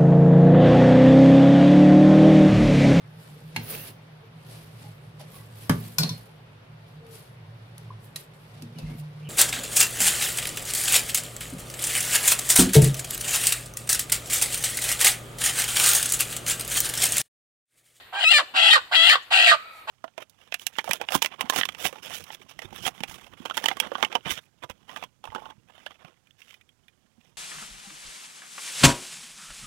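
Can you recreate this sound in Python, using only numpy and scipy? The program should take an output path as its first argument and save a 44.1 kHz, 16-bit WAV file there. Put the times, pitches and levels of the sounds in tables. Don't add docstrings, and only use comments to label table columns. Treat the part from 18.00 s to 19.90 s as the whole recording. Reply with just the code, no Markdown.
import sys
import numpy as np
from scipy import signal
from scipy.fft import rfft, irfft, next_fast_len
from scipy.io import wavfile
from scipy.ndimage import uniform_filter1d

SR = 44100
rng = np.random.default_rng(int(sys.argv[2]) if len(sys.argv) > 2 else 0)


def magnitude_from_level(level_db):
    exponent = np.asarray(level_db, float) / 20
    return 10 ** exponent


def waveform_to_disk(signal):
    frames = np.transpose(np.atleast_2d(signal))
    scaled = np.clip(frames, -1, 1) * 32767
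    samples = np.round(scaled).astype(np.int16)
    wavfile.write(sys.argv[1], SR, samples)


N = 83790


def evened(x):
    return x / np.sqrt(np.mean(x ** 2) + 1e-20)


def steady(x):
    return x / np.sqrt(abs(uniform_filter1d(x ** 2, size=1300)) + 1e-12)


def read(points, hz):
    f, value = np.transpose(points)
    return np.interp(np.log(hz + 1), np.log(f + 1), value)


def resonate(x, hz, width):
    turn = np.exp(2j * np.pi * np.cumsum(hz * np.ones(len(x))) / SR)
    r = np.exp(-np.pi * width / SR)
    return 2 * (turn * signal.lfilter([1 - r], [1, -r], x / turn + 1e-18)).real


def resonate_twice(x, hz, width, widen=1):
    return resonate(resonate(x, hz, width), hz, widen * width)


def hush():
    # f/Hz, level/dB per Hz
    hush_spectrum = [(50, -19), (90, -9), (260, -14.5), (666, -6.5), (1300, -7.5), (4300, -13),
                     (5600, -31.5), (15500, -22)]
    # f/Hz, left-right likeness/1
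    likeness = [(60, .9), (300, .85), (950, .6), (3800, .2), (15000, .2)]
    frames, hz = N // 256 + 5, np.fft.rfftfreq(1024, 1 / SR)
    a, b, c, d, patches = rng.standard_normal((frames, 513, 5)).T
    patches = uniform_filter1d(patches, size=10, axis=0)
    patches = evened(uniform_filter1d(patches, size=10, axis=1))
    same = np.clip(read(likeness, hz), -1, 1)[:, None]
    left = a + 1j * b
    right = same * left + np.sqrt(1 - same ** 2) * (c + 1j * d)
    z = np.array([left, right]) * magnitude_from_level(read(hush_spectrum, hz)[:, None] + 1.75 * patches)
    return magnitude_from_level(-52.5) * evened(signal.istft(z, nperseg=1024, noverlap=768)[1][:, :N])


def vocal_folds(t, hz, rough, beak, effort_db, wobble, hiss, sizes, octave):
    JITTER, SHIMMER = 0.03647, .45
    TOP_ROUGH = .018
    BLUR_HZ = 151
    BRIGHT_DB, PUFF_DB = 0.89, -5
    SHUT_DB, OPEN_HZ = -0.7, 3000
    OCTAVE_FROM_S, OCTAVE_TO_S, ODD_DB = .245, .305, -20

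    wobble = evened(uniform_filter1d(uniform_filter1d(wobble, size=150), size=150))
    turns = np.cumsum(hz * (1 + JITTER * rough * wobble)) / SR
    k = np.arange(1, 24)[:, None]

    blur = rng.standard_normal((len(k), 20000)) + 1j * rng.standard_normal((len(k), 20000))
    poles = np.exp(-2 * np.pi * BLUR_HZ * np.sqrt(k[:, 0] / 2) / SR)
    blur = [(1 - r) ** 1.5 * signal.lfilter([1], [1, -2 * r, r * r], b) for r, b in zip(poles, blur)]
    blur = np.array(blur)[:, -len(t):] * np.sqrt(2)

    broken = np.clip(np.minimum(t - OCTAVE_FROM_S, OCTAVE_TO_S - t) / 0.0037, 0, 1) * octave
    slope_db = BRIGHT_DB * effort_db + SHUT_DB * np.log2(OPEN_HZ / beak)
    sizes_db = ODD_DB * broken * (k % 2) + slope_db * np.log2(k)
    worn = np.minimum(rough + TOP_ROUGH * k, 1)
    phase = 2 * np.pi * (k * turns + rng.random(k.shape))
    partials = (np.sqrt(1 - worn ** 2) + worn * blur) * magnitude_from_level(sizes_db) * np.exp(1j * phase)

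    shimmer = 1 + SHIMMER * rough * sizes[turns.astype(int)]
    pulses = partials.real.sum(0) / np.sqrt(len(k) / 2) * shimmer
    return pulses + magnitude_from_level(PUFF_DB + BRIGHT_DB * effort_db) * rough * hiss


def throat_and_beak(drive, beak, effort_db):
    # f/Hz, level/dB
    throat = [(300, -79), (560, -22.5), (1400, -4.5), (3000, 2), (4600, -3.5), (6000, -17), (7400, -15),
              (14000, -50.5)]
    # f/Hz, width/Hz, level/dB
    tract = [(1951, 290, 0.5), (2700, 430, -4.5), (3250, 250, -20.5), (4104, 1160, -10.5)]
    # f/Hz, width/Hz, share/1
    pockets = [(1260, 430, 0.46), (2307, 650, 0.41)]
    BEAK_WIDTH_HZ, BEAK_DB, BEAK_GROWTH = 833, 6.5, 0.33
    SHUT_HZ = 1350

    size = next_fast_len(len(drive) + 2000)
    response = magnitude_from_level(read(throat, np.fft.rfftfreq(size, 1 / SR)))
    body = irfft(rfft(drive, size) * response, size)[:len(drive)]
    for hz, width, db in tract:
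        body = body + magnitude_from_level(db) * resonate_twice(drive, hz, width)
    body = body + magnitude_from_level(BEAK_DB + BEAK_GROWTH * effort_db) * resonate_twice(drive, beak, BEAK_WIDTH_HZ)
    opened = np.clip((beak - SHUT_HZ) / 300, 0, 1)
    for hz, width, share in pockets:
        body = body - np.clip(share, 0, 1) * opened * resonate(body, hz, width)
    return steady(body)


def windpipe_whistle(hiss, start_hz, end_hz):
    PIPE_WIDTH_HZ = 48
    PIPE_THROB = 0.13
    tube = np.linspace(start_hz, end_hz, len(hiss))
    whistle = resonate_twice(hiss, tube, PIPE_WIDTH_HZ, 2)
    return (1 - PIPE_THROB) * steady(whistle) + PIPE_THROB * evened(whistle)


def cluck(t, pop):
    u = t / 0.021
    return magnitude_from_level(-35.5) * u * np.exp(1 - u) * evened(resonate_twice(pop, 927, 620))


def squawk(table, pipe, octave=False):
    FULL_DB, PIPE_GROWTH = -13.5, -.25
    s = np.transpose(table)[0]
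    t = np.arange(s[0], s[-1] + 0.009124, 1 / SR)
    hz, db, rough, beak = [np.interp(t, s, curve) for curve in np.transpose(table)[1:]]
    rough = np.clip(rough, 0, 1)
    effort_db = np.clip(db - FULL_DB, -25, 5)
    wobble, hiss, sizes, pop = rng.standard_normal((4, 20000))[:, :len(t)]

    drive = vocal_folds(t, hz, rough, beak, effort_db, wobble, hiss, sizes, octave)
    start_hz, end_hz, pipe_db = pipe
    whistle = windpipe_whistle(hiss, start_hz, end_hz)
    voice = throat_and_beak(drive, beak, effort_db)
    voice = voice + magnitude_from_level(pipe_db + PIPE_GROWTH * effort_db) * rough ** 2 * whistle
    fade = np.clip(np.minimum((t - s[0]) / 0.0022, (t[-1] - t) / 0.075), 0, 1)
    return s[0], (voice * magnitude_from_level(db) + cluck(t - s[0], pop)) * fade


def ports(x, tilt, lead):
    size = next_fast_len(len(x) + 400)
    hz = np.fft.rfftfreq(size, 1 / SR)
    half = magnitude_from_level(read(tilt, hz) / 2) * np.exp(.5j * np.interp(hz, *np.transpose(lead)))
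    delay = np.exp(-2j * np.pi * hz * 100 / SR)
    return irfft(rfft(x, size) * delay * np.array([half, 1 / half]), size)[:, 100:]


def yard(x):
    # f/Hz, t60/s
    far_t60 = [(300, 0.24), (1300, 0.41), (4000, 0.47), (8000, 0.5), (15000, 0.1)]
    NEAR_T60, NEAR_DB, FAR_DB = 0.059, -7, -23.5
    taps = np.zeros((2, SR))
    at = np.arange(100, SR - 20, 20) + rng.integers(0, 20, (2, (SR - 101) // 20))
    np.put_along_axis(taps, at, rng.choice([-1., 1.], at.shape), 1)
    near = taps * magnitude_from_level(-60 * np.arange(SR) / SR / NEAR_T60)
    hz, t, z = signal.stft(taps, SR, nperseg=256)
    decay = magnitude_from_level(-60 * t / read(far_t60, hz)[:, None])
    far = signal.istft(z * decay, SR, nperseg=256)[1][:, :SR]
    tail = magnitude_from_level(NEAR_DB) * near / np.linalg.norm(near[0]) + magnitude_from_level(FAR_DB) * far / np.linalg.norm(far[0])
    return signal.fftconvolve(x, tail, axes=1)[:, :x.shape[1]]


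def hen():
    # t/s, pitch f/Hz, level/dB, roughness/1, beak resonance f/Hz
    squawk_1 = [(0.124, 760, -49, 0.39, 2570), (0.133, 758.3, -34, 0.31, 2830),
                (.185, 803.6, -28, 0.22, 2730), (0.203, 760, -28.5, 0.98, 2850),
                (0.238, 750.5, -22, 1.23, 3000), (0.247, 635, -18.5, 0.03, 2700),
                (0.276, 646.4, -15, 0.04, 2700), (.305, 691.2, -15.5, 0.2, 2980),
                (0.321, 691.7, -14.5, 0.77, 2740), (0.335, 626.3, -17.5, 1, 2840),
                (0.338, 603.4, -14.5, 0.14, 2400), (0.378, 583.2, -14, 0.08, 2160),
                (.386, 587.5, -14, 0.82, 1510), (0.412, 534, -19, 0.93, 1201), (0.433, 586, -32, 0.7, 920)]
    squawk_2 = [(.538, 705, -38.5, 0.61, 2750), (0.564, 697.3, -21.5, 0.913, 2690),
                (.585, 700.1, -19.5, 0.86, 2910), (0.619, 656.2, -18.5, 0.56, 3250),
                (0.634, 681.7, -17.5, 0.57, 3000), (0.681, 680.8, -16, 0.68, 2940),
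                (0.705, 688.2, -16, 0.96, 3060), (0.713, 612, -15, 0.17, 3500),
                (0.727, 612.3, -15, 0.041, 3340), (0.733, 653.7, -12, 0.55, 1800),
                (0.75, 617.3, -14, 0.3, 1790), (.762, 582.6, -13.5, .5, 1314), (.774, 525, -18, 0.68, 1020),
                (0.782, 474, -17, 0.37, 1450), (.805, 449, -34, 1, 1500)]
    squawk_3 = [(.912, 700.2, -33, 0.82, 1230), (0.928, 720, -23, 0.93, 1810), (.955, 720, -17, 1, 3000),
                (0.967, 652, -16.5, 0.21, 3250), (1.02, 663.8, -17.5, 0.39, 3000),
                (1.066, 684, -15.5, 0.6, 3200), (1.089, 704, -15, 1, 2700), (1.095, 587, -12.5, 0.69, 2600),
                (1.104, 592, -13, 0.31, 1980), (1.124, 626.5, -13.5, 0.35, 1710),
                (1.129, 607.3, -13.5, 0.79, 1610), (1.149, 568.6, -15.5, 0.96, 1500),
                (1.157, 532.5, -14.5, 0.83, 1020), (1.168, 534, -19.5, 0.77, 1520),
                (1.182, 506, -24, 0.69, 1070)]
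    squawk_4 = [(1.304, 720, -34, 1, 2440), (1.32, 720, -23, 0.98, 2480), (1.329, 720, -18, 0.88, 2510),
                (1.382, 672.8, -17, 1, 2674), (1.422, 651.2, -16, 0.66, 2750),
                (1.452, 679.3, -17.5, 0.73, 2980), (1.473, 663.3, -15, 0.98, 2310),
                (1.488, 600.6, -13.5, 0.72, 2180), (1.511, 624, -15, 0.51, 1990),
                (1.518, 630.6, -15, 1, 1420), (1.54, 622.3, -16, 0.67, 1260),
                (1.554, 582, -19.5, 0.59, 1340), (1.576, 526, -62, 0.51, 1210)]
    squawk_5 = [
        (1.872, 760, -39, 0.56, 2490),
        (1.887, 760, -34, 1, 2630),
        (1.96, 730, -1, 1, 2700),
    ]
    # start f/Hz, end f/Hz, level/dB
    windpipe = [
        (749, 773, -11.5),
        (753, 852, -7.5),
        (760, 771, -12),
        (797, 639, -10),
        (720, 550, -19),
    ]
    # f/Hz, left-right level/dB
    tilt_1 = [(640, -5), (1000, -1.5), (1500, -8), (2300, -1.5), (3200, 16.5), (5500, 1.5), (8500, -28),
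              (14000, -18.5)]
    tilt_2 = [(640, -2), (1000, -5), (1500, -16.5), (2300, 3.5), (3200, 15), (5500, -2), (8500, -22),
              (14000, -17)]
    tilt_3 = [(640, 2), (1000, -7), (1500, -11), (2300, 4.5), (3200, 18), (5500, -1), (8500, -17.5),
              (14000, -24)]
    tilt_4 = [(640, -3.5), (1000, -6.5), (1500, -18), (2300, 3.5), (3200, 14), (5500, -3.5), (8500, -25.5),
              (14000, -19)]
    # f/Hz, phase/rad
    lead_1 = [(0, 0), (1980, -0.4), (6200, -9.1), (6890, -9.1), (10800, -40.8), (12700, -42.0),
              (15300, -26.6)]
    lead_2 = [(0, 0), (1460, -2.3), (3450, -9.8), (7920, -16.8), (9390, -25.9), (12100, -50.2),
              (15300, -69.9)]
    lead_3 = [(0, 0), (2670, -2.0), (6720, -10.0), (9650, -24.9), (11600, -28.5), (12500, -29.2),
              (15300, -17.8)]
    lead_4 = [(0, 0), (1890, -2.1), (2760, -8.6), (4130, -11.0), (5600, -13.9), (13300, -24.4),
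              (15300, -26.1)]
    EARLIER_S, LEAD_S = -.87, .5
    LIMIT, CUT_HZ = .95, 380

    out = np.zeros((2, N + SR))
    tables = [squawk_1, squawk_2, squawk_3, squawk_4, squawk_5]
    tilts = [tilt_1, tilt_2, tilt_3, tilt_4, tilt_4]
    leads = [lead_1, lead_2, lead_3, lead_4, lead_4]
    for k, (table, pipe, tilt, lead) in enumerate(zip(tables, windpipe, tilts, leads)):
        start, voice = squawk(table, pipe, octave=k == 0)
        pair = ports(voice, tilt, lead)
        for shift in [0, EARLIER_S] if k == 1 else [0]:
            at = round((start + shift + LEAD_S) * SR)
            out[:, at:at + pair.shape[1]] += pair
    out = LIMIT * np.tanh((out + yard(out)) / LIMIT)
    out = signal.sosfilt(signal.butter(4, CUT_HZ, "high", fs=SR, output="sos"), out)
    return out[:, round(LEAD_S * SR):][:, :N]


def rustle():
    # t/s, half length/s, f/Hz, level/dB
    bursts = [
        (1.233, 0.0093, 6980, -57.5),
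        (1.288, 0.0037, 7070, -92),
        (1.771, 0.05, 8840, -60),
        (0.431, 0.0075, 286, -49),
        (0.55, 0.013, 261, -50),
        (1.317, 0.0053, 276, -51),
    ]
    t, out = np.arange(N) / SR, np.zeros((2, N))
    for s, half, hz, db in bursts:
        width = 0.11 * hz * half / 0.0064
        noise = rng.standard_normal((3, N))
        noise = noise[:2] + 2 * noise[2]
        puff = evened(np.array([resonate_twice(n, hz, width, 2) for n in noise]))
        out += magnitude_from_level(db) * np.exp(-((t - s) / half) ** 2) * puff
    return out


def far_bird():
    # t/s, pitch f/Hz, level/dB
    drone = [
        (1.559, 628, -32),
        (1.62, 643, -35.5),
        (1.699, 652.5, -36),
        (1.749, 647.5, -39.5),
        (1.81, 633, -38.5),
        (1.859, 635, -43),
    ]
    # multiple of pitch/1, level/dB
    drone_partials = [(1, -24.5), (2, -10), (3, -23), (3.5, -17.5), (3.8, -17), (6, -23.5), (7, -27)]
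    WIDTH_HZ = 22
    s, pitch, db = np.transpose(drone)
    t = np.arange(N) / SR
    hz = np.interp(t, s, pitch)
    noise = rng.standard_normal((3, N))
    noise = noise[:2] + 0.22 * noise[2]
    note = np.zeros((2, N))
    for k, p_db in drone_partials:
        note += magnitude_from_level(p_db) * np.array([steady(resonate_twice(n, k * hz, WIDTH_HZ * k, 2)) for n in noise])
    return note * magnitude_from_level(np.interp(t, s, db, -120, -120))


def scene():
    return hush() + hen() + rustle() + far_bird()


def top_cut(x):
    return signal.sosfilt(signal.butter(12, 15720, fs=SR, output="sos"), x)


def record(dry):
    mix = signal.oaconvolve(dry, signal.firwin(101, 15300, fs=SR)[None], "same")
    return top_cut(mix)


dry = scene()
out = record(dry)
waveform_to_disk(out)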